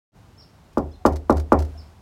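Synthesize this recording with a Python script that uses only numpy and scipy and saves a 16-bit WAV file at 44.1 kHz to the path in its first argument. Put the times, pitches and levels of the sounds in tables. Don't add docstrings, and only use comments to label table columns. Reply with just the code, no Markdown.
import sys
import numpy as np
from scipy import signal
from scipy.fft import rfft, irfft
from scipy.io import wavfile

SR = 44100
rng = np.random.default_rng(int(sys.argv[2]) if len(sys.argv) > 2 else 0)


def waveform_to_disk(signal):
    frames = np.transpose(np.atleast_2d(signal))
    scaled = np.clip(frames, -1, 1) * 32767
    samples = np.round(scaled).astype(np.int16)
    wavfile.write(sys.argv[1], SR, samples)


def ratio(d):
    e = np.asarray(d, float) / 20
    return 10 ** e


N = 88640


def rms_one(x):
    return x / np.sqrt(np.mean(x ** 2) + 1e-20)


def at_hz(points, hz):
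    table_hz, value = np.transpose(points)
    return np.interp(np.log(hz + 1e-3), np.log(table_hz), value)


def colour(x, points):
    hz = np.fft.rfftfreq(len(x), 1 / SR)
    return irfft(rfft(x) * ratio(at_hz(points, hz)), len(x))


def ring(clicks, hz, t60):
    r = ratio(-60 / (t60 * SR))
    w = 2 * np.pi * hz / SR
    return signal.lfilter([0, np.sin(w)], [1, -2 * r * np.cos(w), r * r], clicks + 1e-18)


def clicks_at(s, db):
    out = np.zeros(N)
    out[(np.asarray(s) * SR).astype(int)] = ratio(db)
    return out


def dying_noise(t60):
    t = np.arange(SR // 2) / SR
    tail = rng.standard_normal(SR // 2) * ratio(-60 * t / t60)
    return tail / np.sqrt(np.sum(tail ** 2))


# (frequency [Hz], level per Hz [dB])
HUM_COLOUR = [(21, -22), (36, -5.5), (90, -0.5), (511, -19.5), (749, -16.5), (1530, -25), (1830, -28.5),
              (5340, -35), (16000, -46.5)]
# (time [s], level [dB])
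HUM_SWELL = [(.2, -0.6), (.75, -0.96), (.95, -2), (1.45, -1), (1.65, 3), (1.8, 2), (2.0, -1.1)]
HUM_DB = -49.5


def traffic_hum():
    swell_db = np.interp(np.arange(N) / SR, *np.transpose(HUM_SWELL))
    noise = colour(rng.standard_normal(N), [(24, -50)] + HUM_COLOUR)
    return ratio(HUM_DB + swell_db) * rms_one(noise)


# (time [s], level [dB], top pitch [Hz], end pitch [Hz], length [s])
CHIRPS = [(0.376, -51, 5430, 3500, 0.065), (0.391, -52, 5570, 4300, 0.055), (0.418, -59, 5550, 4020, 0.077),
          (0.912, -61, 5260, 5100, 0.018), (0.914, -61.5, 3460, 3400, 0.017), (.924, -62, 6120, 5900, 0.01),
          (0.927, -58.5, 4210, 3350, 0.037), (1.773, -49, 5390, 3900, .05)]
SCOOP, TOP_S = .08, .013
WARBLE_DB, WARBLE_HZ = 8, 68
FADE_DB_PER_S = 330
STREET_DB, STREET_T60_S = -3, 0.37


def sparrows():
    out = np.zeros(N)
    for s, db, top_hz, end_hz, length in CHIRPS:
        t = np.arange(int(length * SR)) / SR
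        after_top = np.maximum(t - TOP_S, 0)
        slide = after_top / max(length - TOP_S, .002)
        scoop = 1 - SCOOP * np.maximum(1 - t / TOP_S, 0) ** 2
        hz = top_hz * scoop + (end_hz - top_hz) * slide ** 1.25
        warble_db = WARBLE_DB * np.sqrt(slide) * np.sin(2 * np.pi * WARBLE_HZ * t)
        level = ratio(db + warble_db - FADE_DB_PER_S * after_top)
        edges = np.minimum(np.minimum(t, length - t) / .007, 1)
        out[int(s * SR):][:len(t)] += level * edges * np.sin(2 * np.pi * np.cumsum(hz) / SR)
    street = signal.fftconvolve(out, dying_noise(STREET_T60_S))[:N]
    return out + ratio(STREET_DB) * street


# (time [s], level [dB], panel mode [Hz], t60 [s])
BRUSHES = [
    (.998, -50.5, 740, 0.12),
    (1.7495, -43.5, 689, 0.038),
]


def brushes():
    out = np.zeros(N)
    for s, db, hz, t60 in BRUSHES:
        swell = ring(ring(clicks_at([s], [db]), hz, t60), hz, t60)
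        out += swell * np.e * np.log(1000) * 2 / (t60 * SR)
    return out


# (time [s], peak level [dB], length [s])
CHATTER = [(0.733, -43, 0.0034), (0.7753, -39.5, 0.005), (0.7828, -21.5, 0.0021), (1.053, -46.5, 0.012),
           (1.063, -18, 0.0053), (1.08, -47, 0.0055), (1.126, -35, 0.0028), (1.1325, -39, 0.005),
           (1.1601, -31, 0.0049), (1.1674, -38, 0.0036), (1.2998, -26.5, 0.0036), (1.3071, -19.5, 0.0018),
           (1.3267, -27, 0.0023), (1.361, -46, 0.0048), (1.3714, -27.5, 0.0038), (1.3815, -33.5, 0.0033),
           (1.3987, -30, 0.0055), (1.423, -60, 0.0031), (1.5217, -30, 0.0038), (1.5286, -21, 0.0028),
           (1.5905, -28.5, 0.0049), (1.603, -36.5, 0.0063), (1.6241, -29.5, 0.004), (1.652, -40, 0.004)]
# (frequency [Hz], level per Hz [dB])
CHATTER_COLOUR = [(1060, 2.5), (1800, -4.5), (2390, -11), (2820, -11), (3810, -10), (4700, -5), (8910, -15),
                  (11400, -15.5), (16000, -23)]
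CHATTER_DB, CHATTER_RISE_S, CLICKS_PER_S = -2, 0.0029, 5900
CHATTER_WET_DB, CHATTER_T60_S = -9.5, 0.13


def latch_chatter():
    t = np.arange(N) / SR
    gate = np.zeros(N)
    for s, db, length in CHATTER:
        since = np.maximum(t - s + CHATTER_RISE_S, 0)
        gate += ratio(db) * (1 - np.exp(-since / CHATTER_RISE_S)) * np.exp(-since / length)
    grains = rng.standard_normal(N) * (rng.random(N) < CLICKS_PER_S / SR)
    metal = rms_one(colour(grains, [(900, -36)] + CHATTER_COLOUR))
    close = ratio(CHATTER_DB) * gate * metal
    return close + ratio(CHATTER_WET_DB) * signal.fftconvolve(close, dying_noise(CHATTER_T60_S))[:N]


# (frequency [Hz], t60 [s])
SWAY_CHAIN = [(70.5, .45), (76, .64), (81.5, .42)]
SWAY_DB, SWAY_LAG_S = -15.5, .0107
HINGE_HZ, HINGE_T60_S, HINGE_DB, PUSH_HZ = 46.9, 1, -32, 60.5
FRAME_HZ, FRAME_T60_S, FRAME_DB = 98.1, 0.19, -22.5


def leaf_sway():
    s, db, _, sway_db = np.transpose(KNOCKS)
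    unit = clicks_at([0], [0])
    chain = clicks_at(s + SWAY_LAG_S, db + sway_db)
    for hz, t60 in SWAY_CHAIN:
        unit = ring(unit, hz, t60)
        chain = ring(chain, hz, t60)
    leaf = chain / np.abs(unit).max()
    hinge = ring(clicks_at(s, db), HINGE_HZ, HINGE_T60_S)
    hinge = signal.lfilter(*signal.butter(2, PUSH_HZ, fs=SR), hinge)
    frame = ring(clicks_at(s + SWAY_LAG_S, db), FRAME_HZ, FRAME_T60_S)
    return ratio(SWAY_DB) * leaf + ratio(HINGE_DB) * hinge + ratio(FRAME_DB) * frame


# (frequency [Hz], t60 [s], level [dB])
HALL = [(133, 0.37, 7.3), (200, 0.11, 0), (281, .35, -0.1), (700, .25, 0.63), (1280, 0.068, -0.5),
        (2340, 0.27, 7.5)]
HALL_DB, HALL_RISE_S = -4, 0.0051


def hallway(blow):
    t = np.arange(SR // 2) / SR
    hz, t60s, levels_db = np.transpose(HALL)
    tail = np.zeros(SR // 2)
    edges = 110 * 2 ** np.arange(0, 5.1, .5)
    for low, high in zip(edges, edges[1:]):
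        band = signal.butter(2, [low, high], "band", fs=SR, output="sos")
        middle = np.sqrt(low * high)
        t60 = at_hz(np.column_stack([hz, t60s]), middle)
        db = at_hz(np.column_stack([hz, levels_db]), middle)
        tail += ratio(db) * signal.sosfilt(band, dying_noise(t60)) * (1 - np.exp(-t / HALL_RISE_S))
    return ratio(HALL_DB) * signal.fftconvolve(blow, tail)[:N]


# (frequency [Hz], level [dB], t60 [s])
PANELS = [(167.2, -3, 0.25), (219.5, 3.5, 0.13), (269.8, -4.5, 0.44), (290, -9.5, .3), (353.5, -11.5, 0.39),
          (455, -11, 0.13), (544.7, 2.5, 0.25), (587.2, -4.5, .2), (650, -7.5, .3), (694, -11, 0.36),
          (766, -5, 0.13), (925, -1, 0.22), (1185, -7, 0.21), (1385.4, 4, .14)]
PANELS_DB = -24
TWIN_HZ, TWIN_DB = 12, -9


def panels(blow):
    out = np.zeros(N)
    for k, (hz, db, t60) in enumerate(PANELS):
        mode = ring(blow, hz, t60) + ratio(TWIN_DB) * ring(blow, hz + TWIN_HZ, t60)
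        out += (-1) ** k * ratio(db) * mode
    return ratio(PANELS_DB) * 0.028 * out


# (time [s], peak level [dB], brightness [dB per octave], sway level [dB])
KNOCKS = [
    (0.771, -4.5, -4.04, -8.1),
    (1.051, 1.5, -1.36, -5.9),
    (1.295, 1, -2.45, -1.3),
    (1.519, 2.5, -0.85, -2.9),
]
# (frequency [Hz], level [dB])
BLOW = [(90, -22), (185, -7.5), (290, -1), (420, -3), (900, -3.5), (1180, -4), (1500, -20), (2300, -36),
        (4000, -75)]
# (delay [s], level [dB], extra path share [1], sign [1])
RETURNS = [(.0034, -9.5, 0, 1), (.00375, -14, .8, -1), (.0104, -11, .5, 1), (.0223, -16, .15, -1)]
BLOW_DB = -0.5
LEAD_S, SPREAD_S_ROOT_HZ = .0008, .112
FRONT_S, FRONT_RISE_S = .0012, .0012


def blows():
    hz = np.fft.rfftfreq(N, 1 / SR)
    t = np.arange(N) / SR
    bend = -4j * np.pi * SPREAD_S_ROOT_HZ * np.sqrt(hz)
    shape = ratio(at_hz(BLOW, hz)) * np.exp(bend + 1j * np.pi / 4)
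    shape = shape / np.abs(irfft(shape, N)).max()
    direct = np.zeros(N)
    for s, db, tilt_db, _ in KNOCKS:
        start = s - LEAD_S
        level = ratio(db + BLOW_DB + tilt_db * np.log2((hz + 50) / 500))
        wave = irfft(shape * level * np.exp(-2j * np.pi * hz * start), N)
        front = np.clip((t - start - FRONT_S) / FRONT_RISE_S, 0, 1)
        direct += wave * np.sin(np.pi / 2 * front) ** 2
    paths = 0
    for s, db, share, sign in RETURNS:
        paths = paths + sign * ratio(db) * np.exp(share * bend - 2j * np.pi * hz * s)
    return direct, irfft(rfft(direct) * paths, N)


def door():
    direct, returns = blows()
    return direct + returns + panels(direct) + hallway(direct)


def scene():
    street = traffic_hum() + sparrows()
    return (street + brushes() + latch_chatter() + leaf_sway() + door())[None]


def band_limit(x):
    return signal.sosfilt(signal.butter(12, 16470, fs=SR, output="sos"), x)


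RUMBLE_CUT_HZ, TREBLE_CUT_HZ = 27, 16300
FADE_START_S, FADE_S, FADE_DEPTH_DB = 0.12, 0.056, -22
TOP = 2.0


def record(dry):
    dry = signal.sosfilt(signal.butter(2, RUMBLE_CUT_HZ, "high", fs=SR, output="sos"), dry)
    rise = np.clip((np.arange(N) / SR - FADE_START_S) / FADE_S, 0, 1)
    fade = (rise > 0) * ratio(FADE_DEPTH_DB * (1 - rise) ** 2)
    x = TOP * np.tanh(dry * fade / TOP)
    x = signal.sosfilt(signal.ellip(12, .5, 70, TREBLE_CUT_HZ, fs=SR, output="sos"), x)
    return band_limit(x)


dry = scene()
out = record(dry)
waveform_to_disk(out)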